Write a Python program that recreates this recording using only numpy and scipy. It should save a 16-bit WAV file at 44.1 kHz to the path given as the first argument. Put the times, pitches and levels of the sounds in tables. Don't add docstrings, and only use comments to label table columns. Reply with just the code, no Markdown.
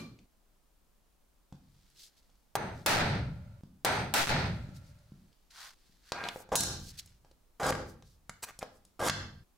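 import sys
import numpy as np
from scipy import signal
from scipy.io import wavfile
from scipy.ndimage import uniform_filter1d

SR = 44100
rng = np.random.default_rng(int(sys.argv[2]) if len(sys.argv) > 2 else 0)


def unload_wav(signal):
    wavfile.write(
        sys.argv[1],
        SR,
        np.round(np.clip(np.atleast_2d(signal).T, -1, 1) * 32767).astype(np.int16),
    )


N = 422037
LEAD = SR // 5
RAIL_DB = -11

SPLICE_TIMES = (.257, 3.61, 5.32, 9.437)

# pitch_hz, density_db
FLOOR_SPECTRUM = [(12, -34), (20, 2), (48, -6), (74, -23), (210, -18.5), (270, -21.5), (301, -21),
                  (513, -25.5), (558, -25), (897, -27), (1220, -28.5), (1860, -34), (16000, -37.5)]
# pitch_hz, likeness
FLOOR_LIKENESS = [(60, 0.8), (240, 0.33), (950, 0.3), (3770, 0.39), (15000, 0.22)]

# pitch_hz, t60_s
ROOM_DECAY = [(30, 1.6), (110, 1.226), (280, 0.6), (740, 0.45), (2000, 0.45), (5000, 0.43), (9000, 0.29),
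              (15000, 0.32)]
# pitch_hz, level_db
ROOM_SPECTRUM = [(40, 0.5), (120, 0), (250, 6.5), (700, 2.5), (1500, 7.5), (4500, 9.5), (14000, 5)]
# pitch_hz, likeness
ROOM_LIKENESS = [(60, 0.95), (200, 1), (500, .7), (1000, 0.47), (3000, 0.11), (8000, 0.11)]
# pitch_hz, width_hz, level_db, t60_s
PLATE_RESONANCE = [(1590, 440, 4, 0.4)]

# pitch_hz, density_db
EARLIER_SPECTRUM = [(18, -38), (30, -29), (215, -5), (937, -25), (1160, -21), (1960, -30), (4190, -25),
                    (14800, -38), (16000, -69)]
# pitch_hz, width_hz, level_db, t60_s
EARLIER_RESONANCES = [(1164, 41, 14.5, 0.36), (2370, 21, 23, 0.38), (4200, 47, 12, 0.52)]

# pitch_hz, level_db, t60_s
BENCH_MODES = [(396, -12, 0.0084), (530, -1.5, 0.048), (640, -6, 0.032), (725, 4.5, 0.015),
               (811, 4.5, 0.025), (940, -8, 0.089), (1035, -5, 0.045), (1180, -3, 0.045), (1360, 7, 0.0097),
               (1599, -6, 0.064), (1800, -5.5, 0.014), (2100, -9, 0.04)]
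# pitch_hz, level_db, t60_s
FRAME_MODES = [(92, -6, 0.13), (100.4, -9, 0.4), (148.2, -5.5, 0.2), (185.8, -1, 0.075), (253, -11, 0.089)]
# pitch_hz, level_db, t60_s
STEEL_MODES = [(2550, -6, .02), (3400, -9, .015), (4050, -10, .015), (4450, -8, .02), (5400, -7, .015),
               (5900, -6, .025), (6360, -5, .02), (6800, -3, .03), (7860, -2, .03), (9000, -1, .025),
               (9700, -7, .02), (11800, -3, .02), (14100, -6, .015)]

# start_s, ring_db, centre_hz
TICK_EVENTS = [(.189, -50.5, 3300), (1.555, -63.5, 4000), (1.901, -58, 7370), (1.962, -59.5, 2600),
               (2.3, -60.5, 4200), (2.355, -66, 4500), (4.69, -58, 4700), (4.987, -61.5, 6240),
               (5.329, -58.5, 3860), (7.06, -45, 7950), (7.075, -50, 4230), (8.851, -47, 6250)]
# start_s, thump_db (frame), thud_db (top)
BUMP_EVENTS = [(1.525, -37, -43.5), (1.551, -52, -75), (2.295, -64, -59.5), (3.635, -36.5, -51),
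               (4.689, -35.5, -78), (5.12, -39, -64), (5.895, -58.5, -72), (6.491, -52, -42)]
# start_s, thud_db (bench top), thud_hz, thump_db (frame),
# ring_db (steel), ring_hz, room_share_db
KNOCK_EVENTS = [(6.12, -17, 910, -43, -22, 3560, -9), (6.239, -34.5, 666, -44, -27.5, 2740, -2.5),
                (6.287, -20.5, 2100, -61, -34, 5980, -18), (6.36, -28, 460, -52, -52, 4940, -6.5),
                (6.404, -37, 517, -63.5, -53, 3940, -2.5), (6.555, 7, 830, -14, 14, 6760, -13.5),
                (6.606, -17.5, 2000, -17, -3, 6350, -10), (6.635, -18.5, 1400, -48, -11, 6560, -9.5),
                (7.248, -49, 630, -79, -57.5, 4140, -1), (7.313, -51.5, 395, -85.5, -57, 4160, -11),
                (7.632, -18, 810, -32.5, -28, 4540, 3.5), (7.666, -20, 670, -46, -23.5, 6450, -6.5),
                (7.707, -10, 503, -49, -29, 4770, -5.5), (7.724, -11, 1530, -22, -32, 4480, -16.5),
                (7.752, -18.5, 1180, -48, -33.5, 4140, -10), (8.024, -48, 1420, -73.5, -48.5, 4130, -7),
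                (8.295, -28, 1500, -40.5, -31.5, 5880, -10.5), (8.507, -38.5, 1502, -57, -49.5, 6810, -6),
                (8.59, -43.5, 575, -49, -32.5, 6730, -10.5), (8.628, -21.5, 530, -67, -36.5, 4000, -8.5),
                (9.027, -16.5, 755, -40.5, -38, 4160, 2), (9.084, -7.5, 1490, -53.5, -13.5, 5000, -12.5),
                (9.097, -3.5, 1590, -16, -8.5, 3740, -10)]

# peak_s, level_db, rise_s, fall_s, lowest_hz
RUB_EVENTS = [(1.9, -73, 0.41, .7, 1790), (2.025, -54.5, 0.082, 0.083, 2800),
              (2.181, -68.5, 0.027, 0.036, 2800), (2.788, -65.5, 0.099, 0.14, 2530),
              (4.765, -61, .03, 0.04, 3200), (4.89, -69.5, 0.11, 0.049, 3500), (5.0, -78, 0.52, 1, 1800),
              (5.51, -60.5, 0.011, 0.09, 1740), (5.63, -49, 0.12, 0.12, 800),
              (5.899, -72, 0.33, 0.26, 1800), (6.105, -60, 0.094, 0.017, 1300),
              (6.409, -57.5, 0.18, 0.041, 7000), (6.901, -51.5, .15, 0.028, 3430),
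              (6.95, -63, 0.1, 0.25, 1500), (6.993, -42, .022, 0.02, 2860), (7.896, -62, .04, 0.057, 5420),
              (8.078, -69, .05, .12, 3480), (8.761, -70.5, 0.059, .045, 6000)]
# pitch_hz, density_db
RUB_SPECTRUM = [(300, -12), (700, 11), (1600, 11.5), (2500, 3.5), (4500, 8.5), (8000, -0.5), (15500, -10)]

# start_s, strength_db, brightness_db_per_octave
BLOW_EVENTS = [(2.554, -29.5, -2.2), (2.8617, -3.5, 2.26), (3.848, -19, 0.98), (4.139, 0.5, 3.5)]
# pitch_hz, density_db
BOOM_SPECTRUM = [(20, -26), (60, -16.5), (120, -2), (180, -5.5), (260, -7.5), (500, -6), (850, 0.5),
                 (1100, -10.5), (1350, -4), (2400, -11), (3000, -17.5), (4300, -16), (5300, -23),
                 (6400, -26), (8000, -30), (15500, -45)]
# pitch_hz, width_hz, level_db, t60_s
PUNCH_RESONANCES = [(580, 30, -24, 1.6), (1370, 60, -32, 1.3), (6200, 150, 1, .42), (8440, 60, 8, .42),
                    (9030, 50, 6, .38), (10600, 50, 5, .35), (11050, 60, 10, .36), (12000, 70, 9, .35),
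                    (12900, 50, 10, .3)]
# value_db (at 0 dB), slope_db_per_db
BASS_BY_STRENGTH = (3, 0.29)
RING_BY_STRENGTH = (-1, -0.5)
CRACK_BY_STRENGTH = (3.5, .57)
KNOCK_BY_STRENGTH = (13.5, -0.02)

# start_s, length_s, grind_db, grind_hz, rasp_db, rasp_change_db (by the end)
SLIDE_EVENTS = [(6.13, 0.15, -44, 1150, -71, 14), (6.517, 0.033, -26.5, 750, -42.5, -21),
                (7.596, .11, -34, 760, -50, 15.5), (8.992, .088, -35, 800, -47.5, 14.5)]
# start_s, length_s, grind_db, rasp_db (both at the crest)
SCRATCH_EVENTS = [(8.422, .03, -43.5, -38.5), (8.464, 0.047, -50, -56.5), (8.606, 0.039, -47, -59.5)]


def gain_of(db):
    return 10 ** (np.asarray(db) / 20)


def evened(x):
    return x / np.sqrt(np.mean(x ** 2) + 1e-20)


def read(points, hz):
    f, value = np.transpose(points)
    return np.interp(np.log(hz + 1), np.log(f + 1), value)


def add(mix, start_s, sound):
    part = mix[..., LEAD + round(start_s * SR):][..., :sound.shape[-1]]
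    part += sound[..., :part.shape[-1]]


def noise(count, field_db, likeness, size=1024):
    hz = np.fft.rfftfreq(size, 1 / SR)[:, None]
    t = np.arange(4 * count // size + 5) * size / 4 / SR
    a, b, c, d = rng.standard_normal((len(t), len(hz), 4)).T
    like = np.clip(read(likeness, hz), -1, 1)
    left = a + 1j * b
    right = like * left + np.sqrt(1 - like ** 2) * (c + 1j * d)
    spectra = np.array([left, right]) * gain_of(field_db(hz, t))
    return signal.istft(spectra, nperseg=size, noverlap=3 * size // 4)[1][:, :count]


def floor():
    def field_db(hz, t):
        return read(FLOOR_SPECTRUM, hz) + 0 * t
    return gain_of(-66) * evened(noise(N, field_db, FLOOR_LIKENESS, size=2048))


def tail(colour_db, rings=(), count=2 * SR, late_db=-49, late_t60=1.6, build_cycles=2, build_s=.005):
    def field_db(hz, t):
        early = gain_of(-120 * t / read(ROOM_DECAY, hz))
        power = early + gain_of(2 * late_db - 120 * t / late_t60)
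        for f, width, db, t60 in rings:
            resonance = 1 / (1 + (2 * (hz - f) / width) ** 2) ** 2
            power = power + gain_of(2 * db - 120 * t / t60) * resonance
        build = 1 - np.exp(-(t + 0.0038) * (hz + 1) / build_cycles)
        return colour_db(hz) + 10 * np.log10(power) + 20 * np.log10(build)
    onset = 1 - np.exp(-np.arange(count) / SR / build_s)
    return noise(count, field_db, ROOM_LIKENESS) * onset


def earlier_knock():
    late = tail(lambda hz: read(EARLIER_SPECTRUM, hz), EARLIER_RESONANCES)[:, SR // 20:]
    return gain_of(-46) * late / np.std(late[:, :SR // 10])


def ring(modes, centre_hz, octaves, dense_db, dense_t60):
    hz, db, t60 = np.transpose(modes)[..., None]
    t = np.arange(SR // 4) / SR
    spot = rng.standard_normal((2, len(modes), 1))
    db = db + 2 * spot[0] - 6 * (np.log2(hz / centre_hz) / octaves) ** 2
    hz = hz * (1 + .01 * spot[1])
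    edges_hz = np.minimum(centre_hz * 2. ** np.array([-octaves, octaves]), .45 * SR)
    band = signal.butter(2, edges_hz, "band", fs=SR)
    dense = signal.lfilter(*band, rng.standard_normal(len(t))) * gain_of(dense_db - 60 * t / dense_t60)
    body = (gain_of(db - 60 * t / t60) * np.sin(2 * np.pi * hz * t)).sum(0) + dense
    return body / np.linalg.norm(body)


def tap(thud_db, thud_hz, thump_db, ring_db, ring_hz):
    thud = ring(BENCH_MODES, thud_hz, 0.75, 13.8, 0.022)
    thump = ring(FRAME_MODES, 220.0, 0.86, -15.0, 0.091)
    steel = ring(STEEL_MODES, ring_hz, 0.66, 12.0, 0.025)
    layers = (thud_db, thud), (thump_db, thump), (ring_db, steel)
    return sum(gain_of(db) * part / abs(part).max() for db, part in layers)


def tick(ring_db, ring_hz):
    return tap(ring_db - 15, 800, ring_db - 18, ring_db, ring_hz)


def bump(thump_db, thud_db):
    return tap(thud_db, 479, thump_db, thud_db - 8, 4000)


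def rub(peak_s, level_db, rise_s, fall_s, low_hz):
    t = np.arange(-rise_s, fall_s, 1 / SR)

    def field_db(hz, t):
        return read(RUB_SPECTRUM, hz) - 20 * np.log10(1 + (low_hz / (hz + 1)) ** 4) + 0 * t
    hiss = evened(noise(len(t), field_db, [(500, 1.0), (6000, 0.51)], size=256))
    grain = gain_of(2. * evened(uniform_filter1d(rng.standard_normal(len(t)), size=130)))
    way = abs(t) / np.where(t < 0, rise_s, fall_s)
    swell_db = level_db - 20 * way ** 1.78
    return peak_s - rise_s, hiss * grain * gain_of(swell_db) * signal.windows.tukey(len(t), .1)


def blow(db, tilt_db):
    by_strength = BASS_BY_STRENGTH, RING_BY_STRENGTH, CRACK_BY_STRENGTH, KNOCK_BY_STRENGTH
    bass_db, ring_db, crack_db, knock_db = (at + per * db for at, per in by_strength)

    def colour_db(hz):
        tilted = read(BOOM_SPECTRUM, hz) + tilt_db * np.log2(hz / 1000 + 0.045)
        return tilted + bass_db / (1 + (hz / 250) ** 2)
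    boom = tail(colour_db, np.add(PUNCH_RESONANCES, [0, 0, ring_db, 0]))
    boom = boom / np.std(boom[:, :SR // 10])
    t = np.arange(boom.shape[1]) / SR
    crack = rng.standard_normal(len(t)) + 0.65 * rng.standard_normal(boom.shape)
    crack = crack * gain_of(crack_db - 60 * t / 0.033)
    crack = uniform_filter1d(crack, size=2)
    knock = np.pad(ring(BENCH_MODES, 1100., 0.69, 0., .02), (0, len(t)))[:len(t)] * gain_of(knock_db)
    sag_rails = .44 * max(db + 5.8, 0)
    delay_s, width_s = .112, .047
    push = sag_rails * gain_of(RAIL_DB) * np.exp(-((t - delay_s) / width_s) ** 2)
    return gain_of(db) * boom + crack + knock - push


def stroke(length_s, levels_db, grind_hz, rasp_hz, raw_db, slips_per_s=1500, bites_per_s=4000):
    t = np.arange(0, length_s, 1 / SR)
    grind_db, rasp_db = levels_db(t / length_s)
    attack = np.minimum(t / .003, 1)
    out = 0
    for spot in (.75, 1, 1.4):
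        grind = ring(BENCH_MODES, grind_hz * spot, 0.53, 19.0, 0.013)
        rasp = ring(STEEL_MODES, rasp_hz * spot, 0.73, raw_db, 0.011)
        layers = (grind, slips_per_s, grind_db, 5.5), (rasp, bites_per_s, rasp_db, 4.5)
        for body, rate, db, size_db in layers:
            sizes = gain_of(size_db * np.minimum(rng.exponential(1, len(t)), 3))
            sizes = sizes * rng.choice([-1, 1], len(t))
            slips = sizes * (rng.random(len(t)) < rate / 3 / SR)
            train = evened(slips) * gain_of(db) * attack
            out = out + signal.fftconvolve(train, body / np.sqrt(3))
    return out


def slide(length_s, grind_db, grind_hz, rasp_db, change_db):
    def levels_db(u):
        change = change_db * u ** 1.8
        return grind_db + .35 * change, rasp_db + change
    return stroke(length_s, levels_db, grind_hz, 5400., raw_db=18.5)


def scratch(length_s, grind_db, rasp_db):
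    def levels_db(u):
        return np.add.outer([grind_db, rasp_db], -14 * (2 * u - 1) ** 2)
    return stroke(length_s, levels_db, 1500., 7300.0, raw_db=11.5)


def contacts():
    for start_s, *row in TICK_EVENTS:
        yield start_s, tick(*row), -6.5
    for start_s, *row in BUMP_EVENTS:
        yield start_s, bump(*row), -3
    for start_s, *row, share_db in KNOCK_EVENTS:
        yield start_s, tap(*row), share_db
    for start_s, *row in SLIDE_EVENTS:
        yield start_s, slide(*row), -4.
    for start_s, *row in SCRATCH_EVENTS:
        yield start_s, scratch(*row), -14.


def scene():
    close, sent, rubs = np.zeros(N + LEAD), np.zeros(N + LEAD), np.zeros((2, N + LEAD))
    for start_s, sound, share_db in contacts():
        add(close, start_s, sound)
        add(sent, start_s, gain_of(share_db) * sound)
    for row in RUB_EVENTS:
        add(rubs, *rub(*row))
    out = np.zeros((2, N + LEAD))
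    edges = [0] + [LEAD + round(s * SR) for s in SPLICE_TIMES] + [N + LEAD]
    for a, b in zip(edges, edges[1:]):
        room = tail(lambda hz: read(ROOM_SPECTRUM, hz), PLATE_RESONANCE, count=SR)
        room = room / np.linalg.norm(room[0])
        wet = signal.fftconvolve(sent[None, a:b], room, axes=1)[:, :b - a]
        piece = np.zeros((2, b))
        for start_s, *row in BLOW_EVENTS:
            if a < LEAD + start_s * SR < b:
                add(piece, start_s, blow(*row))
        if a == 0:
            add(piece, 0, earlier_knock())
        out[:, a:b] = close[a:b] + wet + piece[:, a:]
    return (out + rubs)[:, LEAD:] + floor()


def record(dry):
    rail = gain_of(RAIL_DB)
    coupling = signal.butter(1, 18., "high", fs=SR)
    clipped = signal.lfilter(*coupling, np.clip(dry, -rail, rail))
    keep = np.exp(-1 / (.003 * SR))
    power = signal.lfilter([1 - keep], [1, -keep], (clipped ** 2).mean(0))
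    power_db = 10 * np.log10(power + 1e-18)
    fall = np.arange(N) * 80 / SR
    held_db = np.maximum.accumulate(power_db + fall) - fall
    over_db = np.maximum(held_db + 26.0, 0)
    ceiling = .125
    limited = ceiling * np.tanh(clipped / gain_of(over_db) / ceiling)
    lowpass = signal.firwin(255, 15900, window=("kaiser", 9), fs=SR)
    return signal.oaconvolve(limited, lowpass[None], "same")


dry = scene()
out = record(dry)
unload_wav(out)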